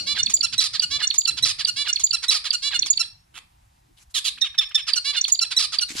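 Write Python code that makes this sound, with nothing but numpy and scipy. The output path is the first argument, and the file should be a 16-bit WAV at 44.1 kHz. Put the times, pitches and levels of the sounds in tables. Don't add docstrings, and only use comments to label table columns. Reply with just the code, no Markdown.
import sys
import numpy as np
from scipy import signal
from scipy.fft import rfft, irfft, next_fast_len
from scipy.io import wavfile

SR = 44100
rng = np.random.default_rng(int(sys.argv[2]) if len(sys.argv) > 2 else 0)


def invert_db(x):
    u = np.asarray(x, float) / 20
    return 10 ** u


def store_wav(level_fs):
    pcm = np.round(np.clip(np.atleast_2d(level_fs), -1, 1) * 32767)
    wavfile.write(sys.argv[1], SR, pcm.T.astype(np.int16))


N = 264600
RUN_IN = SR // 10


def rms_one(x):
    return x / np.sqrt(np.mean(x ** 2) + 1e-20)


def at_hz(points, hz):
    points = np.array(points)
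    return np.interp(np.log(hz), np.log(points[:, 0]), points[:, 1])


def wobble(shape, rate_hz):
    white = rng.standard_normal(shape)
    slow = signal.butter(2, rate_hz, fs=SR, output="sos")
    return signal.sosfilt(slow, white) * np.sqrt(SR / 2.2 / rate_hz)


def add(out, x, s):
    i = round(s * SR)
    x = x[max(-i, 0):len(out) - i]
    start = max(i, 0)
    out[start:start + len(x)] += x


def coloured(points, patchy_db):
    # (frequency [Hz], likeness [-1 to 1])
    likeness = [(60, 0.96), (180, 1), (550, -1.3), (1650, 0.089), (4970, 0.57), (15000, 0.096)]
    out = 0
    edges = 22 * 2 ** np.arange(0, 9.6, .5)
    white = rng.standard_normal((2, 2, N))
    flicker = wobble((len(edges), N // 64 + 1), 500)
    for k, (low, high) in enumerate(zip(edges, edges[1:])):
        hz = np.sqrt(low * high)
        if not points[0][0] < hz < points[-1][0]:
            continue
        band = signal.butter(2, [low, high], "band", fs=SR, output="sos")
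        mid, side = signal.sosfilt(band, white[k % 2])
        alike = np.clip(at_hz(likeness, hz), -1, 1)
        flicker_here = np.interp(np.arange(N) / 64, np.arange(N // 64 + 1), flicker[k])
        gain = invert_db(at_hz(points, hz) + patchy_db * flicker_here)
        out = out + gain * (np.sqrt(1 + alike) * mid + np.sqrt(1 - alike) * side * [[1], [-1]])
    return rms_one(out)


def air():
    # (frequency [Hz], level per Hz [dB])
    air_colour = [(240, -39), (400, -10.5), (419, -24), (466, -6), (587, -10.5), (695, 14.5), (1100, 0),
                  (10800, -9), (15600, -16.5)]
    air_db = -76.5
    return invert_db(air_db + 12) * coloured(air_colour, patchy_db=1.0)


def drone():
    # (frequency [Hz], level per Hz [dB])
    drone_colour = [(12, -37), (20, -9.5), (54, -2.5), (140, -12.5), (200, -28), (260, -57.5), (440, -120)]
    return invert_db(-61.5) * coloured(drone_colour, patchy_db=3.0)


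def handling():
    # (frequency [Hz], level per Hz [dB])
    hand_colour = [(41, -39), (70, -6), (113, -1), (177, -17.5), (249, -2.5), (510, -34), (600, -11.5),
                   (780, -55.5), (1320, -120)]
    # (time [s], level [dB])
    hand_levels = [(0.0, -34.5), (0.05, -39.5), (0.8, -56), (0.9, -44), (1.22, -60), (1.34, -41.5),
                   (1.67, -55.5), (1.82, -49.5), (1.89, -58.5), (2.59, -77), (2.86, -41.5), (2.94, -61.5),
                   (4.31, -63), (5.25, -84), (5.75, -55.5), (5.85, -73), (5.92, -54), (6.0, -44)]
    hand_db = np.interp(np.arange(N) / SR, *np.transpose(hand_levels))
    return invert_db(hand_db - 3.0) * coloured(hand_colour, patchy_db=6.5)


def knocks():
    # (time [s], frequency [Hz], level [dB], time to fall 60 dB [s])
    perch_hits = [
        (5.904, 281, -35.5, 0.044),
        (5.92, 300, -37.5, 0.053),
        (5.953, 284, -27.5, 0.019),
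        (5.963, 110, -44, 0.051),
    ]
    out = np.zeros(N)
    t = np.arange(SR // 5) / SR
    for s, hz, level_db, t60 in perch_hits:
        add(out, invert_db(level_db - 60 * t / t60) * np.sin(2 * np.pi * hz * t), s)
    return out


def rustles():
    # (time [s], length [s], level [dB])
    brushes = [
        (3.96, 0.091, -53),
        (4.094, 0.037, -58),
        (4.689, 0.011, -49),
        (5.88, 0.053, -33),
        (5.919, 0.06, -39),
        (5.944, 0.18, -26),
    ]
    # (frequency [Hz], level per Hz [dB])
    feather_colour = [(300, -12), (1500, -4.5), (3000, 0), (6000, 0), (9000, -1.5), (15000, -27.5)]
    swell = np.zeros(N)
    for s, length, level_db in brushes:
        add(swell, invert_db(level_db) * signal.windows.tukey(round(length * SR), .6), s)
    grain = invert_db(1.5 * wobble(N, 150))
    return swell * grain * coloured(feather_colour, patchy_db=3.5)


def gesture(kind, length, onset_hz, end_hz, level_db):
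    gestures = {"stack": (.18, .2, 1.5, 4.5), "tick": (.22, .3, .6, 1.5), "drop": (.15, .45, -9.5, 2.2),
                "rasp": (.15, .25, -8.5, 1.6), "whistle": (.25, .3, -4.5, 4.5), "bell": (.2, .22, 1.5, 9.5),
                "peal": (.2, .12, 8.5, 3.5), "tail": (.2, .2, 1.5, 1.2), "murmur": (.45, .3, 3.5, 1.3),
                "mutter": (.4, .3, -.6, 1.3), "growl": (.1, .3, -1.5, 1.3), "bark": (.2, .22, 1.5, .75),
                "chime": (.2, .25, 6.5, 5.5), "hum": (.2, .25, 1.5, 2.5), "ring": (.27, .33, 4.5, 2.5),
                "slide": (.3, .2, 6.5, 1.4), "clang": (.3, .48, -1.5, 6.5), "buzz": (.42, .38, .6, 1.2),
                "peep": (.2, .4, .6, 1.5)}
    voices = {"stack": (.1, .01, 5.5), "slide": (.35, .3, 1.5), "hum": (.1, .025, 4.5),
              "ring": (.08, .012, 4.5), "tick": (.01, .008, 1.5), "drop": (.15, .35, 1.5),
              "rasp": (.55, .35, 2.5), "whistle": (.01, .003, 2.5), "bell": (.5, .012, 6.5),
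              "chime": (.95, .012, 3.2), "peal": (.8, .006, 7.5), "clang": (.9, .004, 8.5),
              "buzz": (.6, .13, 2.5), "growl": (.55, .1, 2.2), "bark": (.6, .04, 2.2),
              "tail": (.3, .1, 1.5), "peep": (.05, .6, 1.5), "murmur": (.6, .7, 1.5),
              "mutter": (.6, .7, 1.5)}
    throats = {"slide": (4400, 4200), "hum": (4800, 3000), "ring": (4800, 3900), "bell": (6500, 3900),
               "chime": (7300, 3400), "peal": (5000, 3800), "clang": (5900, 3400), "tail": (2700, 3300),
               "murmur": (1500, 1400), "mutter": (3300, 3100), "stack": (4700, 3850), "rasp": (7400, 4300),
               "buzz": (5200, 4000), "growl": (5100, 4400), "bark": (3900, 3400), "peep": (1900, 3100)}
    attack, release, swell_db, bend = gestures[kind]
    rough_onset, rough, clearing = voices[kind]
    attack, release = np.clip([attack, release], .03, .48)
    done = np.r_[0, np.linspace(attack, 1 - release, num=6), 1]
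    left = 1 - done
    pitch = end_hz + (onset_hz - end_hz) * left ** bend
    pitch = pitch * (1 - .025 * (left == 0))
    level = level_db + swell_db * np.clip((done - attack) / (1 - attack - release), 0, 1)
    throat = pitch
    if kind in throats:
        throat_onset, throat_end = throats[kind]
        throat = throat_end + (throat_onset - throat_end) * left ** 1.156
    roughness = rough + (rough_onset - rough) * left ** clearing
    return list(zip(done * length, pitch, level, roughness, throat))


def note(rows, factor, beak_db, chest_db):
    # (frequency [Hz], level [dB])
    windpipe = [(500, -32), (1300, -6), (2000, -8), (3000, 2), (4500, -3.5), (6300, -2), (7600, -8.5),
                (9000, -6.5), (10500, -10), (12500, -25.5), (14200, -26.5), (16000, -52.5)]
    throat_width_hz, throat_peak_db = 1940, 13
    upper_ratio, upper_db = 1.95, 4
    chest_hz, chest_width_hz = 1570, 980
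    breath_per_octave = .17

    s, *columns = np.transpose(sorted(rows))
    t = np.arange(s[0], s[-1], 1 / SR)
    pitch, level_db, rough, throat = [np.interp(t, s, c) for c in columns]
    rough = np.clip(rough, 0, 1)
    size = 4000
    waver, beat = wobble((2, size), 270)[:, -len(t):]
    k = np.arange(1, min(33, 2 + int(.4 * SR / pitch.min())))[:, None]
    blur = wobble((2, 32, size // 4), 1300)[:, :len(k)]
    blur = blur.repeat(4, axis=2)[..., -len(t):]
    hz = k * pitch * factor
    turns = np.cumsum(pitch * factor * (1 + .05 * rough * waver)) / SR

    peak_db = throat_peak_db / (1 + (2 * (hz - throat) / throat_width_hz) ** 2)
    peak_db += upper_db / (1 + (2 * (hz - upper_ratio * throat) / throat_width_hz) ** 2)
    above = np.maximum(np.log2(hz / throat), 0)
    purer_db = 4 * (pitch > 1200) * (1 - rough) ** 4
    peak_db += (beak_db - purer_db) * above
    peak_db += chest_db / (1 + (2 * (hz - chest_hz) / chest_width_hz) ** 2)
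    peak_db += 2 * rng.standard_normal((32, 1))[:len(k)] * (k > 1)
    rough = np.clip(rough + breath_per_octave * above * (k > 3), 0, 1)
    gain = invert_db(at_hz(windpipe, hz) + peak_db) * (hz < .4 * SR)
    gain = gain / np.sqrt(np.sum(gain ** 2, axis=0) / 2)

    angle = 2 * np.pi * k * turns + .1 * k ** 2
    blurred = (blur[0] * np.sin(angle) + blur[1] * np.cos(angle)) / np.sqrt(2)
    harmonics = np.sqrt(1 - rough) * np.sin(angle) + np.sqrt(rough) * blurred
    voice = np.sum(gain * harmonics, axis=0)
    fade = np.interp(t, s[[0, 1, -2, -1]], [0, 1, 1, 0])
    return voice * invert_db(level_db + 5 * rough[0] * beat) * fade


def finch():
    colours = {"stack": (-5, 0.09), "slide": (-15.5, 13.8), "hum": (-0.5, 0.5), "ring": (-4.5, -13),
               "tick": (-8, .1), "drop": (-11, .1), "rasp": (-0.77, .6), "whistle": (6, .1),
               "bell": (2.5, -2), "chime": (-1.5, -3.5), "peal": (1, -20), "clang": (-14, -12),
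               "buzz": (-4.5, 6), "growl": (-0.5, 1.7), "bark": (5.5, -0.98), "tail": (-4.5, 4.96),
               "peep": (-4.5, 8.7), "murmur": (3.7, 0.086), "mutter": (4.6, .1)}
    # (kind, time from phrase start [s], length [s], onset [Hz], end [Hz], level [dB])
    opening = [("stack", -.002, .082, 520, 579, -26.5), ("slide", .082, .043, 1290, 760, -33),
               ("hum", .118, .036, 735, 712, -26), ("ring", .118, .033, 1470, 1428, -26),
               ("tick", .168, .008, 5700, 5900, -17), ("tick", .171, .006, 6800, 7000, -25),
               ("tick", .1985, .008, 4370, 4350, -17.5), ("drop", .2058, .010, 4350, 2400, -19),
               ("rasp", .234, .038, 1290, 900, -28), ("whistle", .276, .021, 6400, 7060, -13),
               ("tick", .305, .007, 4750, 4700, -26), ("drop", .312, .008, 4500, 3000, -29),
               ("tick", .3485, .0065, 4300, 4600, -16), ("drop", .355, .009, 4400, 2500, -25),
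               ("bell", .368, .032, 1550, 1366, -21), ("tail", .392, .026, 1050, 800, -37)]
    middle = [
        ("buzz", .002, .038, 590, 420, -28),
        ("peal", .061, .020, 1900, 1960, -23),
        ("tick", .078, .008, 5850, 5550, -20),
        ("drop", .085, .007, 5500, 3100, -17),
        ("growl", .089, .033, 720, 535, -21.5),
        ("growl", .118, .047, 715, 565, -24.5),
    ]
    close = [
        ("buzz", .001, .052, 757, 500, -28),
        ("tick", .0692, .0058, 4600, 4640, -16),
        ("drop", .0755, .009, 4375, 2600, -23),
        ("chime", .091, .0355, 1540, 1428, -28),
    ]
    lead_bark = [
        ("bark", .001, .06, 680, 480, -25.5),
    ]
    lead_chime = [
        ("peep", .001, .021, 1950, 850, -43),
        ("clang", .038, .032, 1900, 1825, -16),
        ("tail", .064, .045, 710, 510, -34),
    ]
    asides = [
        ("murmur", .001, .065, 784, 610, -45),
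        ("mutter", .01, .052, 800, 610, -52),
        ("tick", 2.535, .04, 4100, 3550, -46),
    ]
    # (time [s], level change [dB], slower by [%], higher by [%])
    openings = [(0.0635, -0.53, -1.12, 0.66), (0.9031, -1.1, 0.22, .1), (1.76, -1.35, -0.11, -0.09),
                (2.621, -1, 1, -0.47), (5.0434, -0.65, -0.42, -0.016)]
    middles = [(.517, -.4, -0.66, .6), (1.3632, -.6, -0.72, .9), (2.22, .1, .1, .1), (5.5015, .3, 0.31, .1)]
    closes = [(-.123, 4.5, 0.064, .1), (0.726, 0.89, 0.051, 1.2), (1.5789, .3, 0.02, .4),
              (2.436, .1, .1, .1), (4.8645, 2.1, -.3, .8), (5.716, 0.5, .6, .4)]
    lead_barks = [(4.139, .1, .1, .1), (4.2396, 0.19, .1, 2.2)]
    lead_chimes = [(4.372, .1, .1, 1.8), (4.541, 0.89, .1, -2), (4.7065, 0.76, .1, -2)]
    song = [(opening, openings), (middle, middles), (close, closes), (lead_bark, lead_barks),
            (lead_chime, lead_chimes), (asides, [(3.335, 0, 0, 0)])]
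    out = np.zeros(RUN_IN + N)
    for phrase, sung in song:
        for s, change_db, slower, higher in sung:
            for kind, delay, *shape in phrase:
                voice = note(gesture(kind, *shape), 1 + higher / 100, *colours[kind])
                start_s = RUN_IN / SR + s + delay * (1 + slower / 100)
                add(out, invert_db(change_db) * voice, start_s)
    return out


def echoes(t60_table, start_s):
    wall_dull_db = -0.63
    t = np.arange(int(.6 * SR)) / SR
    out = 0
    white = rng.standard_normal((2, len(t))) * (t > start_s)
    for low in 350 * 2. ** np.arange(6):
        octave = signal.butter(2, [low, min(2 * low, .45 * SR)], "band", fs=SR, output="sos")
        band = signal.sosfilt(octave, white) * invert_db(wall_dull_db * np.log2(low))
        out = out + band * invert_db(-60 * t / at_hz(t60_table, 1.4 * low))
    return out / np.sqrt(np.sum(out ** 2, axis=1, keepdims=True))


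def at_microphones(x):
    # (frequency [Hz], left minus right [dB])
    shadow = [(600, 4), (1300, -3), (2400, -2), (3500, -10), (4400, -10), (5700, -5), (6300, -3),
              (7000, -14), (8300, 3), (10500, 5), (15000, 2)]
    # (frequency [Hz], left ahead [radians])
    left_lead = [(300, -.2), (1400, .3), (3500, -.6), (4300, 1.2), (5200, 1.5), (6100, 2.2), (7300, 3.9),
                 (9000, 4.8)]
    # (frequency [Hz], time to fall 60 dB [s])
    room_t60 = [(500, .3), (3000, .3), (6000, .26), (9000, .21), (14000, .14)]
    near_db, near_t60_s, room_db = -8, .025, -11
    size = next_fast_len(len(x) + 1024)
    hz = np.maximum(np.fft.rfftfreq(size, 1 / SR), 1)
    half_db = at_hz(shadow, hz) / 2
    paths = [invert_db(half_db) * np.exp(1j * at_hz(left_lead, hz)), invert_db(-half_db)]
    direct = irfft(rfft(x, size) * paths, size)[:, RUN_IN:len(x)]
    near = invert_db(near_db) * echoes([(500, near_t60_s), (9000, near_t60_s)], 0.0011)
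    room = invert_db(room_db) * echoes(room_t60, 0.011)
    return direct + signal.fftconvolve(x[None], near + room, axes=1)[:, RUN_IN:len(x)]


def scene():
    background = air() + drone() + handling()
    return background + knocks() + rustles() + at_microphones(invert_db(2) * finch())


def band_limit(x):
    return signal.sosfilt(signal.butter(12, 15750, fs=SR, output="sos"), x)


def record(dry):
    top_cut = signal.cheby2(12, 60, 15750, fs=SR, output="sos")
    cut = signal.sosfilt(top_cut, dry)
    mix = 1.344 * np.tanh(cut / 1.396)
    return band_limit(mix)


dry = scene()
out = record(dry)
store_wav(out)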